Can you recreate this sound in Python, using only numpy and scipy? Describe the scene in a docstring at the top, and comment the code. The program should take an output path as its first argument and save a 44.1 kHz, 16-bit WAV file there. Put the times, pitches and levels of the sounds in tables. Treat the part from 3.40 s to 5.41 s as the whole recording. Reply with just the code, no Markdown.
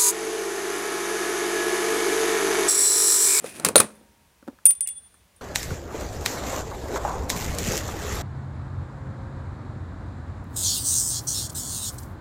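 """Toy gyroscope toppling.

The toy scrapes on a hard table under a hand, topples and clatters onto its side.
It bumps softly as it is gripped, then is lifted: the loose wheel clinks in its frame
with a high, short ring. Small quiet room; the near microphone clips on the hardest blows."""
import sys
import numpy as np
from scipy import signal
from scipy.fft import rfft, irfft, next_fast_len
from scipy.io import wavfile
from scipy.ndimage import map_coordinates

SR = 44100
rng = np.random.default_rng(int(sys.argv[2]) if len(sys.argv) > 2 else 0)


def transcribe(u):
    """Save the signal u as a 16-bit wav file named by the first command-line argument.

    u: samples, shape (n,) or (channels, n), limited to [-1, 1]; the rate is SR.
    q: integer samples, one column per channel.
    """
    v = np.clip(np.atleast_2d(u).T, -1, 1)
    q = np.round(v * 32767).astype(np.int16)
    wavfile.write(sys.argv[1], SR, q)


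N = 88640
T = np.arange(N) / SR

# Frame rubbing on the table. Each row: time in seconds, hiss in dB, judder in dB.
SCRAPE_LEVELS = [(0, -54, -56), (0.034, -51, -46), (0.061, -40, -42.5), (0.114, -44, -52.5),
                 (0.135, -48.5, -49.5), (0.163, -42, -44.5), (.19, -47.5, -43.5), (.243, -52.5, -36),
                 (0.253, -24, -34.5), (0.27, -25, -26), (0.28, -34, -32.5), (0.307, -44.5, -37.5),
                 (0.35, -63, -45.5), (.362, -27, -38.5), (.41, -27, -27), (0.444, -42.5, -35.5),
                 (.475, -53, -53.5), (.6, -69.5, -60.5), (.9, -75, -74.5)]
# Scrape spectra. Each row: frequency in Hz, relative gain in dB.
HISS_EQ = [(300, -12.5), (1000, -10), (1700, 2.5), (2250, 0), (2500, 6), (2850, -3), (4300, -4), (6000, -4),
           (8300, -3), (9500, 4.5), (11000, -4.5), (15500, -16.5)]
JUDDER_EQ = [(40, -27), (110, -0.5), (240, 4.5), (520, -2.5), (750, -6), (1200, -11.5), (2000, -14.5),
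             (6000, -48)]

# Blows on the table. Each row: start in seconds, then crack, thud, tock and clank in
# relative dB, contact time in seconds.
BLOWS = [(0.0432, -38, -27, -46, -68.5, 0.0014), (0.198, -30, -34, -34.5, -58.5, .001),
         (0.2483, -9, -23.5, -25.5, -26, 0.0018), (0.264, -24, -29.5, -30, -45, 0.00099),
         (0.2869, -16, -32.5, -29.5, -50.5, .0007), (0.291, -28.5, -20, -31, -50.5, .001),
         (0.357, -3.5, -5.5, -12, 2, 0.0018), (0.364, -10.5, -25, -22, -29.5, .001),
         (0.38, -13.5, -33, -33.5, -11.5, 0.0017), (0.4004, -17, -26, -27.5, -19, 0.0023),
         (0.4031, -9.5, -20.5, -16, -11, 0.00089)]
# Blow spectra. Each row: frequency in Hz, relative gain in dB.
CRACK_EQ = [(200, -13), (1200, 0), (1900, -6.5), (3000, -9), (4150, -1), (5400, -7.5), (7500, 2),
            (9400, 3.5), (11000, -3.5), (15500, -14)]
THUD_EQ = [(40, -44.5), (120, -25), (300, -9.5), (500, 3.5), (700, -8), (950, -10), (1700, -27),
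           (9000, -65)]
TOCK_EQ = [(100, -35), (550, -6), (800, -6), (1000, 1.5), (1300, 4.5), (1750, -17), (2300, -9),
           (3500, -25.5), (12000, -50)]
# Struck modes. Each row: frequency in Hz, relative level in dB, T60 in seconds.
TABLETOP_MODES = [(343, -19.5, 0.079), (450, -12.5, 0.018), (506, -17, 0.11), (580, -17.5, 0.12)]
FRAME_MODES = [(3840, -15.5, 0.04), (4188, -13, 0.025), (3986, -10.5, 0.015)]
WHEEL_HUM_MODES = [(212.3, -37.5, 0.7), (937, -62.5, 2.9), (1650, -66.5, 1.8)]

# Wheel hitting its frame. Each row: start in seconds, click in relative dB, click emphasis in Hz,
# then main, side and high modes in relative dB, high-mode tilt in dB/octave,
# low mode in relative dB, finger damping in dB/s.
WHEEL_HITS = [(.3628, -23, 9540, -4, -41, -4, -16, -41, 506),
              (.4005, -10.5, 9300, -39, -56, -23, -11, -34, 414),
              (.553, -57, 10000, -61.5, -69.5, -53, -12.5, -69, 102),
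              (1.2545, -13, 12700, -4.5, -15, 1.5, 3, -37, 593),
              (1.264, -11.5, 9720, -9.5, -36, -16, 30, -50, 32),
              (1.307, -17.5, 13200, -15, -46, -31, 12, -54, 291),
              (1.351, -41.5, 9080, -27, -58, -54, -12, -48.5, 193),
              (1.407, -22.5, 8430, -16, -33, -35, -1, -54, 186),
              (1.4735, -24, 8300, -18.5, -27.5, -20, 11, -36, 210),
              (1.488, -27.5, 8600, -26.5, -41, -39, 12, -50, 21),
              (1.742, -56.5, 9000, -62.5, -71.5, -58.5, 0.5, -74.5, 26.5),
              (1.963, -55.5, 9400, -64, -68, -58, -10.5, -73.5, 59.5)]
# High steel modes. Each row: free frequency in Hz, relative level in dB, T60 in seconds,
# rise at full grip in Hz.
HIGH_MODES = [(9880, -17.5, 0.05, 40), (9480, -8.5, .12, 230), (11650, -18.5, 0.043, 47),
              (13200, -32, .1, 600), (13800, -27.5, 0.13, 200), (16200, -24, .11, 120)]
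# Hand grip. Each row: time in seconds, tightness from 0 to 1.
GRIP_TIGHTNESS = [(.36, .7), (.56, .6), (1.25, .34), (1.36, .34), (1.406, .13), (1.47, 0), (1.75, 0),
                  (1.96, 1)]
# Ring swell as the toy turns. Each row: time in seconds, gain in dB.
RING_SWELL = [(1.266, 1), (1.279, -2.5), (1.292, 5), (1.307, 1.5), (1.32, 8), (1.34, 2), (1.35, -11),
              (1.362, -9), (1.45, 4), (1.468, -12.5), (1.51, 2.5), (1.547, -10.5), (1.562, -0.5),
              (1.582, 8.5), (1.615, -11), (1.64, 1), (1.67, 6.5), (1.695, -6.5), (1.73, 4)]
# Click spectrum. Each row: frequency in Hz, relative gain in dB.
CLICK_EQ = [(100, -34.5), (900, -34), (2100, -16), (2800, -17.5), (4400, -18), (6000, -15), (7500, -13),
            (8300, -7), (9500, 0.5), (10400, -3.5), (11200, -8), (12000, -8.5), (13200, -10), (15800, -18)]

# Bumps of the held toy. Each row: start in seconds, then thump and tap in relative dB.
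SOFT_BUMPS = [(.502, -46, -50), (.612, -48.5, -61), (1.027, -46.5, -51.5), (1.070, -46.5, -62),
              (1.078, -30.5, -42), (1.0833, -31, -42), (1.1, -39.5, -57), (1.13, -48.5, -69.5),
              (1.188, -71.5, -51), (1.743, -61.5, -54.5)]
# Bump spectra. Each row: frequency in Hz, relative gain in dB.
THUMP_EQ = [(40, -30), (140, -14.5), (270, 5.5), (400, -7.5), (560, -2.5), (690, -16), (850, -10),
            (1500, -37), (9000, -53)]
TAP_EQ = [(100, -37), (800, -8.5), (1350, 7), (1750, -2.5), (2100, -20.5), (3800, -19.5), (15000, -30.5)]

# Rasping slips. Each row: start in seconds, relative level in dB.
RASP_SLIPS = [(1.26, -43), (1.456, -40), (1.475, -38)]
# Rasp spectrum. Each row: frequency in Hz, relative gain in dB.
RASP_EQ = [(1400, -34.5), (2100, -6), (2450, -19.5), (2790, 4.5), (3100, -27.5), (5000, -42)]

# Room decay. Each row: frequency in Hz, T60 in seconds.
ROOM_DECAY = [(100, 0.05), (500, 0.42), (3000, 0.24), (9000, 0.2), (16000, 0.062)]
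# Background spectrum. Each row: frequency in Hz, relative gain in dB.
BACKGROUND_EQ = [(15, -31.5), (25, -6.5), (64, 2), (149, -13.5), (185, -7.5), (285, -24), (489, -17),
                 (1190, -19), (1330, -21.5), (1520, -20), (16000, -30)]


def amp(db):
    """Decibels to gain."""
    return 10 ** (np.asarray(db) / 20)


def unit_rms(x):
    """Scale to RMS 1."""
    return x / np.sqrt(np.mean(x ** 2) + 1e-20)


def log_interp(points, hz):
    """Interpolate (Hz, value) points over log frequency."""
    point_hz, values = np.transpose(points)
    return np.interp(np.log(hz + 1), np.log(point_hz), values)


def colour(x, eq):
    """Minimum-phase filter through (Hz, dB) points; keeps white-noise power."""
    size = 4096
    gain = unit_rms(amp(log_interp(eq, np.fft.rfftfreq(size, 1 / SR))))
    cepstrum = irfft(np.log(gain + 1e-6))
    cepstrum[1:size // 2] *= 2
    cepstrum[size // 2 + 1:] = 0
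    return signal.fftconvolve(x, irfft(np.exp(rfft(cepstrum))))[:N]


def add(track, start_s, x):
    """Mix x in from start_s."""
    i = int(np.clip(round(start_s * SR), 0, N - 1))
    track[i:] += x[:N - i]


def decay(t60_s, hold_s=0):
    """Envelope: hold, then fall 60 dB per t60_s."""
    return np.exp(-np.log(1000) * np.maximum(T - hold_s, 0) / t60_s)


def burst(t60_s, hold_s=0):
    """Noise held through a contact, then decaying."""
    return rng.standard_normal(N) * decay(t60_s, hold_s)


def impact(t60_s, hold_s, tail_share=0.35):
    """Clean impulse plus a diffuse tail carrying tail_share of the energy."""
    tail = burst(t60_s, hold_s)
    impulse = np.linalg.norm(tail) * (T == 0)
    return np.sqrt(tail_share) * tail + np.sqrt(1 - tail_share) * impulse


def ring(modes):
    """Damped sines, each with 1 dB of random level spread."""
    return sum(amp(db + rng.normal(0, 1)) * decay(t60_s) * np.sin(2 * np.pi * hz * T)
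               for hz, db, t60_s in modes)


def scrape(slips_per_s=2900, spread_db=2.5):
    """Dense tiny slips of metal on the table: hiss, plus low judder of the board."""
    times_s, hiss_db, judder_db = np.transpose(SCRAPE_LEVELS)
    sound = np.zeros(N)
    for level_db, eq in (hiss_db, HISS_EQ), (judder_db, JUDDER_EQ):
        slips = (rng.random(N) < slips_per_s / SR) * rng.choice([-1, 1], N)
        slips = unit_rms(slips * amp(spread_db * rng.standard_normal(N)))
        sound += colour(slips * amp(np.interp(T, times_s, level_db)), eq)
    return sound


def knocks(fall_s=0.357):
    """Blows crack at the contact, thud the tabletop, clank the frame. The fall sets the wheel humming."""
    crack, thud, tock, tones = np.zeros((4, N))
    for start_s, crack_db, thud_db, tock_db, clank_db, contact_s in BLOWS:
        add(crack, start_s, amp(crack_db) * burst(t60_s=0.012, hold_s=contact_s))
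        add(thud, start_s, amp(thud_db - 5) * impact(t60_s=0.11, hold_s=contact_s))
        add(tock, start_s, amp(tock_db) * impact(t60_s=0.049, hold_s=contact_s))
        add(tones, start_s, amp(thud_db) * ring(TABLETOP_MODES))
        add(tones, start_s, amp(clank_db) * ring(FRAME_MODES))
    add(tones, fall_s, ring(WHEEL_HUM_MODES))
    return colour(crack, CRACK_EQ) + colour(thud, THUD_EQ) + colour(tock, TOCK_EQ) + tones


def wheel_ring(modes, grip, length_s, full_grip_waver_db=5.5, wavers_per_s=90, ramp_s=0.0011):
    """Steel modes go sharp and waver in level under grip; a free wheel rings smoothly."""
    t = T[:int(length_s * SR)]
    tone = np.zeros(N)
    for free_hz, db, db_per_s, rise_hz in modes:
        waver = map_coordinates(rng.standard_normal(128), [t * wavers_per_s], mode="wrap")
        waver *= np.minimum(t * wavers_per_s, 1)
        level_db = db + full_grip_waver_db * grip * waver - db_per_s * t
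        hz = free_hz + grip * rise_hz
        tone[:len(t)] += amp(level_db) * np.sin(2 * np.pi * (hz * t + rng.random()))
    return tone * np.clip(np.minimum(T, t[-1] - T) / ramp_s, 0, 1)


def click(spot_hz, boost_db=8.5, width_octaves=0.37):
    """Steel-on-steel click; each contact point favours its own band."""
    ratio = 2 ** width_octaves
    spot_eq = [(spot_hz / ratio, 0), (spot_hz, boost_db), (spot_hz * ratio, 0)]
    return colour(burst(t60_s=0.022, hold_s=0.00079), spot_eq)


def clinks(overlap_s=0.002):
    """Wheel hits frame: each hit clicks, stops the last ring, starts a new one. Turning swells it."""
    main_hz, main_t60_s, main_rise_hz = 9313, 0.45, 86
    side_hz, side_t60_s, side_rise_hz = 8200, 0.28, 150
    low_hz, low_t60_s, low_rise_hz = 3435, 0.72, 150
    clicks, rings = np.zeros((2, N))
    ends_s = [hit[0] for hit in WHEEL_HITS[1:]] + [N / SR]
    for hit, end_s in zip(WHEEL_HITS, ends_s):
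        start_s, click_db, spot_hz, main_db, side_db, high_db, db_per_octave, low_db, damp_db_per_s = hit
        modes = [(main_hz, main_db, 60 / main_t60_s + damp_db_per_s, main_rise_hz),
                 (side_hz, side_db, 60 / side_t60_s + damp_db_per_s, side_rise_hz),
                 (low_hz, low_db, 60 / low_t60_s + damp_db_per_s, low_rise_hz)]
        for hz, db, t60_s, rise_hz in HIGH_MODES:
            tilt_db = db_per_octave * np.log2(hz / main_hz)
            modes.append((hz, db + high_db + tilt_db, 60 / t60_s, rise_hz))
        grip = np.interp(start_s, *np.transpose(GRIP_TIGHTNESS))
        add(rings, start_s, wheel_ring(modes, grip, end_s - start_s + overlap_s))
        add(clicks, start_s, amp(click_db) * click(spot_hz))
    swell = amp(np.interp(T, *np.transpose(RING_SWELL)))
    return rings * swell + colour(clicks, CLICK_EQ)


def bumps():
    """Finger-cushioned contacts: dull, no ring."""
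    thump, tap = np.zeros((2, N))
    for start_s, thump_db, tap_db in SOFT_BUMPS:
        add(thump, start_s, amp(thump_db - 2) * impact(t60_s=0.061, hold_s=0.0017))
        add(tap, start_s, amp(tap_db) * impact(t60_s=0.043, hold_s=0.00088))
    return colour(thump, THUMP_EQ) + colour(tap, TAP_EQ)


def rasps(rise_s=0.0047):
    """Faint rasp with a soft onset at each slip."""
    noise = np.zeros(N)
    onset = 1 - np.exp(-T / rise_s)
    for start_s, db in RASP_SLIPS:
        add(noise, start_s, amp(db) * burst(t60_s=0.064) * onset)
    return colour(noise, RASP_EQ)


def room(x, build_s=0.013):
    """Short diffuse tail, longest in the low mids."""
    hz, times_s, spectrum = signal.stft(rng.standard_normal(SR // 2), SR, nperseg=256)
    spectrum = spectrum * amp(-60 * times_s / log_interp(ROOM_DECAY, hz)[:, None])
    tail = signal.istft(spectrum, SR, nperseg=256)[1]
    tail *= np.clip(np.arange(len(tail)) / SR / build_s, 0, 1)
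    return signal.fftconvolve(x, tail / np.linalg.norm(tail))[:N]


def scene(table_send_db=-25, metal_send_db=-17.5, background_db=-60.5):
    """Mono mix: toy, reverb, quiet background."""
    table = knocks() + bumps() + scrape()
    metal = clinks() + rasps()
    background = amp(background_db) * unit_rms(colour(rng.standard_normal(N), BACKGROUND_EQ))
    reverb = room(amp(table_send_db) * table + amp(metal_send_db) * metal)
    return (table + metal + reverb + background)[None]


def record(dry):
    """Microphone input: clip the hardest blows, cut deep bass, limit the band."""
    clip_level, low_cut_hz, top_hz, edge_hz = 0.92, 58, 16200, 600
    oversampled = signal.resample_poly(dry, 4, 1, axis=-1)
    clipped = signal.resample_poly(np.clip(oversampled, -clip_level, clip_level), 1, 4, axis=-1)
    highpassed = signal.sosfilt(signal.butter(2, low_cut_hz, "high", fs=SR, output="sos"), clipped)
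    size = next_fast_len(N + SR // 2)
    hz = np.fft.rfftfreq(size, 1 / SR)
    rolloff = np.sin(np.pi / 2 * np.clip((top_hz - hz) / edge_hz, 0, 1)) ** 2
    return irfft(rfft(highpassed, size) * rolloff, size)[..., :N]


dry = scene()
out = record(dry)
transcribe(out)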